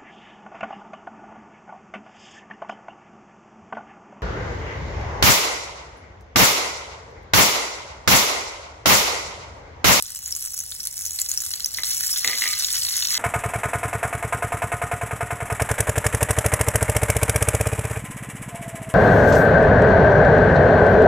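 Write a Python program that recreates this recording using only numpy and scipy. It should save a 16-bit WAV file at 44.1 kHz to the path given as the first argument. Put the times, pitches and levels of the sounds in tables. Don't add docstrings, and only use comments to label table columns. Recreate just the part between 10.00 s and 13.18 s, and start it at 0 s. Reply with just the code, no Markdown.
import sys
import numpy as np
from scipy import signal
from scipy.fft import rfft, irfft
from scipy.io import wavfile
from scipy.ndimage import uniform_filter1d

SR = 44100
rng = np.random.default_rng(int(sys.argv[2]) if len(sys.argv) > 2 else 0)


def dump_mix(stems):
    frames = np.atleast_2d(stems).T
    limited = np.clip(frames, -1, 1)
    pcm = np.round(limited * 32767).astype(np.int16)
    wavfile.write(sys.argv[1], SR, pcm)


def to_linear_factor(level_db):
    exponent = np.asarray(level_db, float) / 20
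    return 10 ** exponent


N = 140238

# (frequency [Hz], level [dB], time to fade by 60 dB [s])
PAN_MODES = [(1232, -10, .45), (1892, -9, .1), (1922, -3, .13), (2042, 0, .32), (2254, -6, .4),
             (2450, -10, .2), (2927, -10, .3)]
# (frequency [Hz], level [dB])
FINE_COLOUR = [(1000, -32.5), (2300, -20), (4600, -6.5), (5400, 1.5), (6600, -4), (8100, 1), (10500, 0),
               (15500, -4.5)]
# (frequency [Hz], level [dB])
COARSE_COLOUR = [(300, -25), (900, -14), (1600, -4), (2300, -6.5), (3600, 5.5), (5000, 12), (7000, 2),
                 (12000, -65)]
# (frequency [Hz], level [dB])
SNAP_COLOUR = [(500, -80), (1200, -8), (4000, -12.5), (6000, 5), (11000, 6), (15500, 0)]


def evened(x):
    return x / np.sqrt(np.mean(x ** 2) + 1e-20)


def read(points, hz):
    f, value = np.transpose(points)
    return np.interp(np.log(hz + 1), np.log(f + 1), value)


def coloured(x, spectrum):
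    gain = to_linear_factor(read(spectrum, np.fft.rfftfreq(len(x), 1 / SR)))
    return irfft(rfft(x) * gain, len(x))


def add(mix, s, sound):
    part = mix[round(s * SR):][:len(sound)]
    part += sound[:len(part)]


def drift(hz):
    slowness = 1 + (np.fft.rfftfreq(N, 1 / SR) / hz) ** 2
    wobble = irfft(rfft(rng.standard_normal(N)) / slowness, N)
    return evened(wobble - wobble.mean())


def burst(hz, noise, t60, ring_t60, ring_db):
    rise_s = .0005
    t = np.arange(len(noise)) / SR
    puff = noise * to_linear_factor(-60 * t / t60)
    ring = to_linear_factor(ring_db - 60 * t / ring_t60) * np.sin(2 * np.pi * hz * t * (1 + 8 * t))
    sound = (puff + ring) * (1 - np.exp(-t / rise_s))
    return sound / abs(sound).max()


def bubbles(per_s, spread_db, lo_hz, hi_hz, t60, ring_db, clump_db, count=16):
    rate = per_s * to_linear_factor(clump_db * drift(25))
    bursts_now = rng.random(N) < rate / SR
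    size = to_linear_factor(spread_db * np.minimum(rng.exponential(1, N), 2.6)) * bursts_now
    kind = rng.integers(0, count, N)
    out = np.zeros(N)
    for k, hz in enumerate(np.geomspace(lo_hz, hi_hz, count)):
        sound = burst(hz, rng.standard_normal(512), t60, 0.88 * t60, ring_db)
        out += signal.oaconvolve(size * (kind == k), sound)[:N]
    return evened(out)


def sizzle():
    # (time [s], fine sizzle level [dB], coarse sputter level [dB])
    heat = [(0.0, -47, -46.5), (.13, -42.5, -50.5), (.42, -35.5, -51.5), (.7, -39.5, -51),
            (.94, -41, -53.5), (1.2, -32.5, -49.5), (1.55, -35.5, -46.5), (1.72, -42.5, -45.5),
            (1.9, -27.5, -41), (2.07, -26.5, -38), (2.22, -29, -37), (2.451, -28.5, -30),
            (2.84, -29, -36.5), (3.18, -30, -29)]
    heat_s, fine_points, coarse_points = np.transpose(heat)
    t = np.arange(N) / SR
    fine_db = np.interp(t, heat_s, fine_points)
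    coarse_db = np.interp(t, heat_s, coarse_points)

    hiss = rng.standard_normal(N) * to_linear_factor(2.36 * drift(75))
    fizz = bubbles(380, 4.5, 5150, 10030, t60=0.0078, ring_db=1.76, clump_db=4.5)
    fine = evened(coloured(to_linear_factor(-2) * hiss + fizz, FINE_COLOUR))

    sputter = bubbles(220, 4.9, 1380, 5130, t60=.003, ring_db=-13.5, clump_db=5.5)
    coarse = evened(coloured(to_linear_factor(-3.5) * rng.standard_normal(N) + sputter, COARSE_COLOUR))

    snaps = bubbles(70, 2.6, 4850, 15900, t60=0.0027, ring_db=-4.8, clump_db=5.0)
    crackle = to_linear_factor(-37) * evened(coloured(snaps, SNAP_COLOUR))
    return to_linear_factor(fine_db + 2.5) * fine + crackle, to_linear_factor(coarse_db + 3.5) * coarse


def single_bursts(table, spectrum, gain_db, t60, ring_t60, ring_db):
    lead = 64
    out = np.zeros(N)
    for s, db, hz in table:
        puff = rng.standard_normal(1024)
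        sound = np.pad(burst(hz, puff, t60, ring_t60, ring_db), (lead, 0))
        sound = coloured(sound, spectrum)
        add(out, s - lead / SR, to_linear_factor(db + gain_db) * sound / abs(sound).max())
    return out


def spits():
    # (time [s], peak level [dB], ring frequency [Hz])
    spit_events = [(0.025, -19.5, 7800), (0.064, -22, 6580), (0.1446, -37, 6630), (0.1591, -19, 7810),
                   (0.2597, -16, 6740), (0.308, -18, 6700), (0.324, -13.5, 5400), (0.3514, -12.5, 6430),
                   (0.4596, -15.5, 7900), (0.5917, -18.5, 6500), (0.6033, -14, 6350), (0.7846, -29, 7660),
                   (0.8043, -17, 5430), (0.8389, -17.5, 6200), (0.8702, -25, 6480), (0.9586, -25, 7500),
                   (0.9784, -15, 6370), (1.02, -17, 6370), (1.0382, -22, 6300), (1.054, -13, 6180),
                   (1.063, -12, 6500), (1.1078, -13, 6500), (1.1877, -19, 8060), (1.2161, -7.5, 7010),
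                   (1.288, -13.5, 6700), (1.3156, -8.5, 6680), (1.3754, -9.5, 5650), (1.4038, -14, 6500),
                   (1.449, -35, 7990), (1.4634, -32, 7800), (1.515, -24, 6030), (1.5353, -20.5, 6640),
                   (1.6332, -21, 6590), (1.6454, -9, 5260), (1.6594, -5, 6270), (1.732, -22, 7200),
                   (1.7718, -16, 5670), (1.823, -20.5, 6140), (1.896, -28, 7370), (1.9778, -20, 6700),
                   (2.0298, -17.5, 6050), (2.0905, -21, 7400), (2.2453, -14, 6740), (2.276, -13, 6900),
                   (2.3925, -22, 6600), (2.4373, -22, 6440), (2.4887, -12, 7300), (2.5972, -11, 5940),
                   (2.6455, -11.5, 6620), (2.6943, -21, 7800), (2.7125, -17, 7610), (2.7345, -13, 6500),
                   (2.7531, -13, 6300), (2.7885, -22, 7540), (2.835, -12, 7700), (2.9133, -17, 7330),
                   (2.9657, -16, 6400), (3.047, -15, 6400), (3.0717, -12.5, 5630), (3.1403, -14.5, 6600)]
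    return single_bursts(spit_events, FINE_COLOUR, 3.26, t60=.003, ring_t60=.005, ring_db=0.23)


def pops():
    # (time [s], peak level [dB], ring frequency [Hz])
    pop_events = [(0.161, -30, 2830), (0.424, -29.5, 4060), (0.72, -21, 3490), (0.803, -25.5, 4230),
                  (0.871, -23.5, 4200), (1.189, -13.5, 4310), (1.261, -19, 4550), (1.435, -31, 3800),
                  (1.512, -23.5, 2770), (1.537, -14.5, 4370), (1.604, -18.5, 4100), (1.745, -17, 4240),
                  (1.834, -9, 3790), (1.844, -17, 3330), (2.16, -14, 3370), (2.275, -5, 3550),
                  (2.629, -19, 4130), (2.646, -8, 3570), (2.704, -17.5, 3530), (2.756, -14, 2900),
                  (2.867, -18, 4030), (2.939, -18, 3860), (3.024, -13.5, 2860), (3.051, -11.5, 3520),
                  (.0558, -25.5, 3820), (.7083, -38, 3080), (1.0515, -26.5, 4060), (1.3144, -24.5, 4240),
                  (1.4626, -27, 3700), (1.7729, -26, 3550), (1.9205, -24, 2890), (2.0353, -16.5, 1770),
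                  (2.0672, -23, 4480), (2.385, -30, 3830), (2.7407, -19, 4050), (2.7646, -12.5, 2110),
                  (2.8205, -15.5, 4480), (2.8499, -15.5, 4200), (2.8863, -16, 3690), (3.1507, -15, 2090)]
    return single_bursts(pop_events, COARSE_COLOUR, 1.68, t60=0.013, ring_t60=0.013, ring_db=-6.0)


def ticks():
    # (time [s], peak level [dB])
    tick_events = [(0.0241, -14), (0.1491, -20), (0.3644, -16), (0.4096, -20), (0.4248, -15.5),
                   (0.542, -18.5), (0.5896, -16.5), (0.7068, -30), (0.8543, -21), (0.8717, -9.5),
                   (0.925, -26), (1.039, -33), (1.053, -33), (1.1072, -23), (1.1598, -19), (1.1883, -25),
                   (1.2, -15.5), (1.2166, -12), (1.293, -13.5), (1.4213, -18), (1.4476, -40), (1.4638, -12),
                   (1.5396, -20), (1.7407, -16), (1.835, -16), (1.8806, -27), (1.8965, -15.5), (1.946, -15),
                   (2.0078, -11.5), (2.0693, -7.5), (2.105, -15), (2.1752, -12), (2.595, -20), (2.676, -26),
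                   (2.7295, -16), (2.7825, -16), (2.8195, -32), (2.9228, -15), (2.9679, -10), (2.9831, -16),
                   (3.029, -22), (3.1386, -15)]
    pitched = [(s, db, 11000) for s, db in tick_events]
    return single_bursts(pitched, SNAP_COLOUR, 5.0, t60=.002, ring_t60=.002, ring_db=-5.0)


def pan_wall(x):
    # (delay [s], level [dB])
    echoes = [(.0007, -18), (.0019, -21), (.0027, -16.5), (.0045, -16)]
    wall = np.zeros(512)
    wall[0] = 1
    for s, db in echoes:
        wall[round(s * SR)] = to_linear_factor(db)
    return signal.oaconvolve(x, wall / np.linalg.norm(wall))[:N]


def spatula():
    # (time [s], peak level [dB], thud level [dB], ring level [dB])
    knocks = [(1.7853, -14, -33.5, -4), (2.2458, -8, -29, -2.5), (2.2744, -13, -26, -9),
              (2.2834, -13, -28, -7), (2.2974, -25.5, -25, 19), (2.3311, -13.5, -35, -3),
              (2.3384, -20, -24.5, -19), (2.4204, -8, -42, -6.5), (2.4384, -11, -51, -13),
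              (2.4563, -15, -32, 6.5), (2.4674, -16.5, -35, 5), (2.5287, -24, -40, 7),
              (2.7487, -30, -51, 9.5), (3.112, -29.5, -43, 11.5)]
    touches = [1.83, 2.365, 2.58, 2.81, 3.3]
    damping_s, rattle_db, rattle_t60 = .015, -18, .1
    blows, thuds, rings = np.zeros(N), np.zeros(N), np.zeros(N)
    t = np.arange(2048) / SR
    long_t = np.arange(SR // 2) / SR
    for s, db, thud_db, ring_db in knocks:
        scrape, push = rng.standard_normal((2, 2048))
        rough = scrape * (to_linear_factor(-60 * t / 0.005) + to_linear_factor(rattle_db - 60 * t / rattle_t60))
        clack = np.sin(2 * np.pi * 2000 * t) * to_linear_factor(-60 * t / 0.014) + 1.6 * rough
        add(blows, s, to_linear_factor(db + 0.5) * np.minimum(t / 0.001, 1) * clack)

        ring = np.zeros(len(long_t))
        for hz, mode_db, t60 in PAN_MODES:
            spot_db = 2 * rng.uniform(-1, 1)
            ring += to_linear_factor(mode_db + spot_db - 60 * long_t / t60) * np.sin(2 * np.pi * hz * long_t)
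        rest_s = min(touch for touch in touches if touch > s) - s
        stilled = np.exp(-np.maximum(long_t - rest_s, 0) / damping_s)
        add(rings, s, to_linear_factor(db - 22 + ring_db) * ring * stilled)

        thud = np.minimum(t / 0.0046, 1) * push * to_linear_factor(-60 * t / 0.34)
        add(thuds, s, to_linear_factor(db + thud_db + 14.0) * thud)
    blows = coloured(blows, [(300, -44), (1100, -5.5), (2000, -2), (4000, 4), (8000, -5.0)])
    thuds = coloured(thuds, [(100, -16), (300, -2.5), (550, -1.5), (900, -5), (4000, -60)])
    return rings + blows, thuds


def pan(x):
    t = np.arange(SR) / SR
    ring = sum(to_linear_factor(db - 60 * t / t60) * np.sin(2 * np.pi * hz * t) for hz, db, t60 in PAN_MODES)
    return signal.fftconvolve(x, ring / np.linalg.norm(ring))[:N]


def flame():
    # (frequency [Hz], level [dB])
    flutter_colour = [(12, -3), (20, -2.5), (87, 0), (112, 0), (229, -12), (270, -13), (318, -20),
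                      (1000, -17), (1300, -90), (2200, -120)]
    # (time [s], level [dB])
    gas = [
        (0, -2),
        (.9, -2),
        (1.9, 1),
        (2.2, -1),
        (2.5, 0.5),
        (3.18, 1),
    ]
    flutter_db, roar_hz, roar_width_hz, roar_db = -56, 74.5, 7, -56.5
    last_db = flutter_colour[-1][1]
    colour = list(flutter_colour) + [(3000, last_db - 20)]
    flutter = to_linear_factor(flutter_db) * evened(coloured(rng.standard_normal(N), colour))
    hz = np.fft.rfftfreq(N, 1 / SR)
    roar = irfft(rfft(rng.standard_normal(N)) / (1 + ((hz - roar_hz) / roar_width_hz) ** 2), N)
    strength_db = np.interp(np.arange(N) / SR, *np.transpose(gas))
    return (flutter + to_linear_factor(roar_db) * evened(roar)) * to_linear_factor(strength_db)


def kitchen(x):
    t60 = 0.13
    t = np.arange(SR // 4) / SR
    tail = rng.standard_normal((2, len(t))) * to_linear_factor(-60 * t / t60) * (t > .003)
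    return signal.fftconvolve(x[None], tail / np.linalg.norm(tail[0]), axes=1)[:, :N]


def ports(x):
    delay_s, knee_hz, bend_hz = .00024, 2730, 1100
    over = np.fft.rfftfreq(N, 1 / SR) - knee_hz
    turn = np.pi * delay_s * (np.sqrt(over ** 2 + bend_hz ** 2) + over)
    return np.array([x, irfft(rfft(x) * np.exp(-1j * (turn - turn[0])), N)])


def scatter(x):
    z = signal.stft(x, nperseg=128)[2]
    turn = np.exp(2j * np.pi * rng.random((2,) + z.shape))
    both = signal.istft(z * turn, nperseg=128)[1]
    return np.pad(both, ((0, 0), (0, 128)))[:, :N]


def join(x):
    # (start [s], end [s])
    joined = [(.22, .29), (.43, .48), (.53, .55), (.61, .67), (1.11, 1.15), (1.23, 1.28), (1.55, 1.69),
              (1.775, 1.81), (1.84, 1.875), (1.91, 2.08), (2.13, 2.57), (2.64, 2.67), (2.71, 2.78),
              (2.85, 2.96), (2.985, 3.13), (3.165, 3.2)]
    # (frequency [Hz], level [dB])
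    winning_lead = [(2000, 14), (4800, 6.5), (7000, 3), (13000, 1.5)]
    sum_and_difference = np.array([x[0] + x[1], x[0] - x[1]]) / 2
    hz, t, z = signal.stft(sum_and_difference, SR, nperseg=512)
    power = uniform_filter1d(abs(z) ** 2, size=6, axis=1)
    power = uniform_filter1d(power, size=7, axis=2)
    in_time = sum((t > a - .016) & (t < b + .014) for a, b in joined)
    on = in_time * (hz > 1500)[:, None] > 0
    patches = rng.standard_normal((len(hz) // 24 + 1, len(t) // 4 + 1))
    wobble_db = 2 * patches.repeat(24, 0)[:len(hz)].repeat(4, 1)[:, :len(t)]
    lead_db = 2 * read(winning_lead, hz)[:, None] + wobble_db
    beaten = on & (power[::-1] > power * to_linear_factor(lead_db))
    mid, side = signal.istft(z * ~beaten, SR, nperseg=512)[1][:, :N]
    return np.array([mid + side, mid - side])


def scene():
    fine, coarse = sizzle()
    blows, thuds = spatula()
    popping = pops()
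    fat = pan_wall(fine + coarse + popping + ticks() + spits())
    near = fat + blows + thuds + to_linear_factor(-12) * pan(coarse + 0.58 * popping)
    low = flame()

    air_colour = [(50, -42), (125, -5), (400, 13.0)]
    flame_air = np.array([to_linear_factor(-12) * coloured(flame(), air_colour) for port in "LR"])
    air = kitchen(to_linear_factor(-10.5) * near) + flame_air
    spread = scatter(coloured(near, [(600, 0), (1900, -10.5), (3500, -1.5)]))
    return ports(near + low) + air + to_linear_factor(-4.5) * spread


def roll_off(x):
    return signal.sosfilt(signal.butter(12, 17080, fs=SR, output="sos"), x)


def record(dry):
    ceiling = .9
    edge = signal.firwin(255, 15900, window=("kaiser", 7), fs=SR)
    limited = signal.oaconvolve(ceiling * np.tanh(dry / ceiling), edge[None], "same")
    return roll_off(join(limited))


dry = scene()
out = record(dry)
dump_mix(out)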